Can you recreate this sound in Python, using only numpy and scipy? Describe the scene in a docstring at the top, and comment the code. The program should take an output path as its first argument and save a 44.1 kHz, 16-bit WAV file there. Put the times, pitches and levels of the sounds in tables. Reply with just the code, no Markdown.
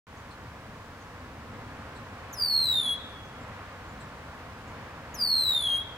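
"""A marsh on a stereo pair of microphones, with a road far off to the right.
Traffic rumbles and washes from the start, distant birds chip now and then, and an engine hum swells.
At 2.3 s, almost dead ahead, a red-winged blackbird on a cattail whistles a long falling call,
its syrinx tone roughened by fast vibrato. Echoes off the reeds beat against it and a line of
trees answers late. At 5.1 s it calls again, a shade lower."""
import sys
import numpy as np
from scipy import signal
from scipy.fft import rfft, irfft
from scipy.io import wavfile
from scipy.ndimage import uniform_filter1d

SR = 44100
rng = np.random.default_rng(int(sys.argv[2]) if len(sys.argv) > 2 else 0)


def materialize(psi):
    """Save the field psi as 16-bit PCM at rate SR to the path in sys.argv[1].

    A 1-D psi becomes a single channel; in a 2-D psi each row is a channel.
    """
    bounded = np.clip(np.atleast_2d(psi).T, -1, 1)
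    quanta = np.round(bounded * 32767).astype(np.int16)
    wavfile.write(sys.argv[1], SR, quanta)


N = 263277
TIME = np.arange(N) / SR
FREQS = np.fft.rfftfreq(N, 1 / SR)

# spectrum of the far road: f/Hz, relative level/dB
ROAD_SPECTRUM = [(12, -46), (20, -17), (80, -0.5), (157, -4.5), (180, -8.5), (245, -5.5), (362, -13),
                 (505, -7.5), (597, -9.5), (1040, -8.5), (1670, -11), (3450, -23.5), (7950, -35),
                 (8880, -37.5), (15500, -42.5)]
# how alike the road is at the two microphones: f/Hz, correlation
ROAD_CORRELATION = [(60, 1), (290, 0.96), (640, 0.84), (1400, 0.87), (3000, 0), (5000, 0)]
# narrow humps of engine drone: f/Hz, width/Hz, level/dB
ENGINE_DRONES = [(92.2, 36, -54.5), (241, 67, -61.5), (1053, 270, -55.5)]
# rise and fall of the engine rumble: t/s, relative level/dB
RUMBLE_LEVELS = [(0.1, -51), (.5, -47), (1.1, -49), (1.7, -45.8), (3.1, -47.5), (5.9, -48.5)]
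# distant birds: centre t/s, f/Hz, half-length/s, fall per half-length/octaves, level/dB,
# relative second harmonic/dB
FAR_CHIPS = [(0.177, 6460, 0.018, .4, -58, -30), (0.314, 4090, 0.013, 0.39, -51, -9.5),
             (1.018, 6270, .022, 0.28, -59, -30), (1.963, 4080, 0.022, 0.35, -55, -5),
             (3.26, 6180, .03, 0.1, -62, -26), (3.42, 7350, .03, -.06, -63, -33),
             (3.898, 7100, .08, 0.042, -65, -27), (4.01, 3990, .02, .28, -54.5, -1),
             (4.68, 6800, 0.019, .3, -60, -37)]
# the blackbird's whistles: start t/s, hold/s, pitch shift/Hz, gain/dB
BLACKBIRD_CALLS = [(2.328, 0.6, 49.5, 0.47), (5.142, 0.6416, -45, 0.94)]
# each whistle slides down and turns up at the end: t/s into the call, f/Hz
PITCH_GLIDE = [(0, 5177), (.1, 4659), (.185, 4337), (.29, 4120), (.35, 3967), (.44, 3620), (.555, 3292),
               (.61, 3280), (.7, 3423)]
# the throat favours some pitches and shuts out those over 5 kHz:
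# pitch f/Hz, fundamental/dB, even harmonics/dB, third harmonic/dB
THROAT_RESPONSE = [(3330, -25.5, -56.5, -47.5), (3440, -29, -58.5, -42.5), (3850, -26.5, -46.5, -50),
                   (4090, -24, -45.5, -48.5), (4360, -26.5, -49, -46.5), (4767, -26.5, -47.5, -47.5),
                   (5290, -53.5, -57.5, -66), (5930, -43, -47, -66), (6700, -43.5, -51, -68)]
# close reflections off water and stalks: left delay/s, right delay/s, level/dB
CLOSE_REFLECTIONS = [(.0007, 0.00115, -21), (.0028, 0.0019, -11.5), (.0039, .0044, -13.5)]
# air and leaves take the highest overtones out of the long paths: f/Hz, gain/dB
LONG_PATH_COLOUR = [(3300, 3.0), (3900, 0.0), (4700, -1.0), (7000, 1.5), (11000, -9)]
# the blackbird's balance at the microphones: f/Hz, left minus right/dB
BIRD_BALANCE = [(3300, 0.5), (4600, -0.5), (6500, -0.5), (8500, 7), (11000, 6), (15000, 0)]


def undb(db):
    """Decibels to gain."""
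    return 10 ** (np.asarray(db) / 20)


def unit(x):
    """Scale to rms 1."""
    return x / np.sqrt(np.mean(x ** 2))


def ramp(x):
    """Hold between 0 and 1."""
    return np.clip(x, 0, 1)


def across(points):
    """Points (f/Hz, value) joined on a log-frequency axis."""
    hz, value = np.transpose(points)
    return np.interp(np.log(FREQS + 1), np.log(hz), value)


def shape(x, gain):
    """Filter by a gain for each frequency."""
    return irfft(rfft(x) * gain, N)


def noise(gain):
    """Noise with the given spectrum."""
    return shape(rng.standard_normal(N), gain)


def walk(rate):
    """Smooth random drift of rms 1 that changes about rate times a second."""
    return unit(noise(np.exp(-(FREQS / rate) ** 2)))


def scatter(db, delay, rise, t60):
    """Stereo response of many small reflectors: it builds after a delay, then dies away (times in s)."""
    age = np.maximum(TIME[:2 * SR] - delay, 0)
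    envelope = (1 - np.exp(-age / rise)) * np.exp(-np.log(1000) * age / t60)
    response = rng.standard_normal((2, len(age))) * envelope
    return undb(db) * response / np.sqrt(np.sum(response ** 2) / 2)


def echo(x, response):
    """A sound reaching the microphones through a left and right response."""
    return signal.fftconvolve(x[None], response, axes=1)[:, :N]


def from_right(pair, lag_s):
    """A sound from the right reaches the left microphone later (a negative lag: from the left)."""
    return np.array([shape(pair[0], np.exp(-2j * np.pi * FREQS * lag_s)), pair[1]])


def traffic(db=-43.5, flicker_db=1.1, rumble_hz=350, hiss_hz=4000,
            wash_start_db=-3.5, wash_hold_db=0.62, wash_build_s=1.94):
    """Engine rumble, tyre wash and faint hiss from a far road; the bass is alike at both microphones."""
    colour, alike = undb(across(ROAD_SPECTRUM)), across(ROAD_CORRELATION)
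    mid, side = noise(colour * np.sqrt(1 + alike)), noise(colour * np.sqrt(1 - alike))
    road = undb(db) * unit(np.array([mid + side, mid - side]))
    for hz, width, drone_db in ENGINE_DRONES:
        road += undb(drone_db) * unit(noise(1 / (1 + (2 * (FREQS - hz) / width) ** 2)))
    rumble = shape(road, 1 / (1 + (FREQS / rumble_hz) ** 4))
    hiss = shape(road, 1 - 1 / (1 + (FREQS / hiss_hz) ** 4))
    wash = road - rumble - hiss
    rumble_db = np.interp(TIME, *np.transpose(RUMBLE_LEVELS))
    rumble_db -= np.median(rumble_db)
    # the tyre wash builds as the cars draw nearer, then holds
    wash_db = wash_hold_db + (wash_start_db - wash_hold_db) * np.exp(-TIME / wash_build_s)
    lean_left = np.array([[1], [-1]])
    return (rumble * undb(rumble_db + flicker_db * walk(2.9) + 0.49 * lean_left)
            + wash * undb(wash_db + 0.69 * walk(2.8) - 0.24 * lean_left)
            + hiss * undb(0.13 * wash_db))


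def passing_hum(hz=245, width_hz=59, db=-50.5, peak_s=1.664, swell_s=0.32):
    """One engine out on the road: a narrow hum that swells and sinks back."""
    hum = unit(noise(1 / (1 + (2 * (FREQS - hz) / width_hz) ** 4)))
    return undb(db) * hum * np.exp(-((TIME - peak_s) / swell_s) ** 2)


def far_birds(rasp=0.294):
    """Short sliding chips from across the marsh, the steep ones raspy, blurred by the reeds."""
    chips, waver = np.zeros(N), walk(1240)
    for centre_s, hz, half_s, fall, db, second_db in FAR_CHIPS:
        span = np.abs(TIME - centre_s) < half_s
        progress = (TIME[span] - centre_s) / half_s  # -1 to 1
        octaves = fall * (rasp * (1 - progress) * waver[span] - progress)
        phase = 2 * np.pi * np.cumsum(hz * 2 ** octaves) / SR
        tone = np.sin(phase) + undb(second_db) * np.sin(2 * phase)
        chips[span] += undb(db) * np.cos(np.pi * progress / 2) ** 4 * tone
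    return undb(-2.5) * chips + echo(chips, scatter(db=0, delay=0.0018, rise=.002, t60=0.15))


def vibrato(age, hz, sounding, rate_hz=75, at_pitch_hz=4220, depth=0.013, rest=0.00096,
            from_s=0.025, grow_s=0.05, until_s=0.588, calm_s=0.057):
    """Swing (share of the pitch) and phase of a vibrato that grows, holds, calms; slower at low pitch."""
    swing = rest + depth * ramp((age - from_s) / grow_s) * ramp((until_s - age) / calm_s)
    rate = rate_hz * (hz / at_pitch_hz) ** 0.755 * (1 + .022 * walk(40))
    return swing, 2 * np.pi * np.cumsum(sounding * rate) / SR


def whistle(start, held, shift_hz, call_db, flick_hz=1900, flick_s=.0165, throb=0.41, jitter=0.0035,
            fray=0.36, fourth_db=-2.5, release_db_per_s=370, overtone_extra_db_per_s=170):
    """A nearly pure syrinx tone flicks in from above and glides; level and overtones follow pitch."""
    age = np.maximum(TIME - start, 0)
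    released_s = ramp(age - held)
    hz = np.interp(age, *np.transpose(PITCH_GLIDE)) + shift_hz + flick_hz * np.exp(-age / flick_s)
    throat_hz, *levels = np.transpose(THROAT_RESPONSE)
    first_db, even_db, third_db = (uniform_filter1d(np.interp(hz, throat_hz, c), 440) for c in levels)
    sounding = uniform_filter1d(1. * (TIME > start), size=90)
    envelope = sounding * undb(call_db - release_db_per_s * released_s)
    swing, flutter = vibrato(age, hz, sounding)
    swing_percent = 100 * swing
    # the tension that bends the pitch also pumps the loudness: each downstroke is the loud part
    pump = 1 + np.tanh(throb * swing_percent * (1 + .25 * walk(60))) * np.sin(flutter - 1.37)
    # the airflow shakes the membranes, which frays the overtones most
    shake = jitter * np.sqrt(swing_percent) * walk(520)
    pitch = hz * (1 + swing * np.sin(flutter) * (1 + 0.25 * walk(98)) + shake)
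    phase = 2 * np.pi * np.cumsum(pitch) / SR
    tone = undb(first_db) * np.sin(phase)
    for k, overtone_db in enumerate((even_db, third_db, even_db + fourth_db), 2):
        grain = 1 + fray * np.tanh(2 * swing_percent) * walk(380)
        gain = undb(overtone_db - overtone_extra_db_per_s * released_s)
        tone += gain * grain * np.sin(k * phase) * (k * hz < SR / 2)
    return np.sqrt(2) * tone * envelope * pump


def blackbird():
    """Both calls reach the microphones directly and by way of water, reeds and the far trees."""
    voice = sum(whistle(*call) for call in BLACKBIRD_CALLS)
    near = scatter(db=-9, delay=.0005, rise=.001, t60=.045)
    near[:, 0] += undb(-2.04)  # direct path
    for left_s, right_s, db in CLOSE_REFLECTIONS:
        near[[0, 1], [int(left_s * SR), int(right_s * SR)]] += undb(db)
    reeds = scatter(db=-18.0, delay=.008, rise=0.0081, t60=0.88)
    trees = scatter(db=-29, delay=0.241, rise=0.02, t60=0.45)
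    far = shape(echo(voice, reeds + trees), undb(across(LONG_PATH_COLOUR)))
    balance = undb(np.outer([1, -1], across(BIRD_BALANCE)) / 2)
    return shape(echo(voice, near) + far, balance)


def scene():
    """From the microphones, the road lies to the right and the blackbird a hair left of centre."""
    bird = from_right(blackbird(), lag_s=-1.4e-5)
    return bird + far_birds() + from_right(traffic() + passing_hum(), lag_s=9e-5)


def record(dry, open_s=.068, settle_s=0.031, top_hz=15800):
    """The recorder opens after a moment and cuts the top."""
    opening = np.where(TIME > open_s, 1 - .5 * np.exp(-np.abs(TIME - open_s) / settle_s), 0)
    lowpass = signal.ellip(12, .1, 80, top_hz, fs=SR, output="sos")
    return signal.sosfilt(lowpass, dry * opening)


dry = scene()
out = record(dry)
materialize(out)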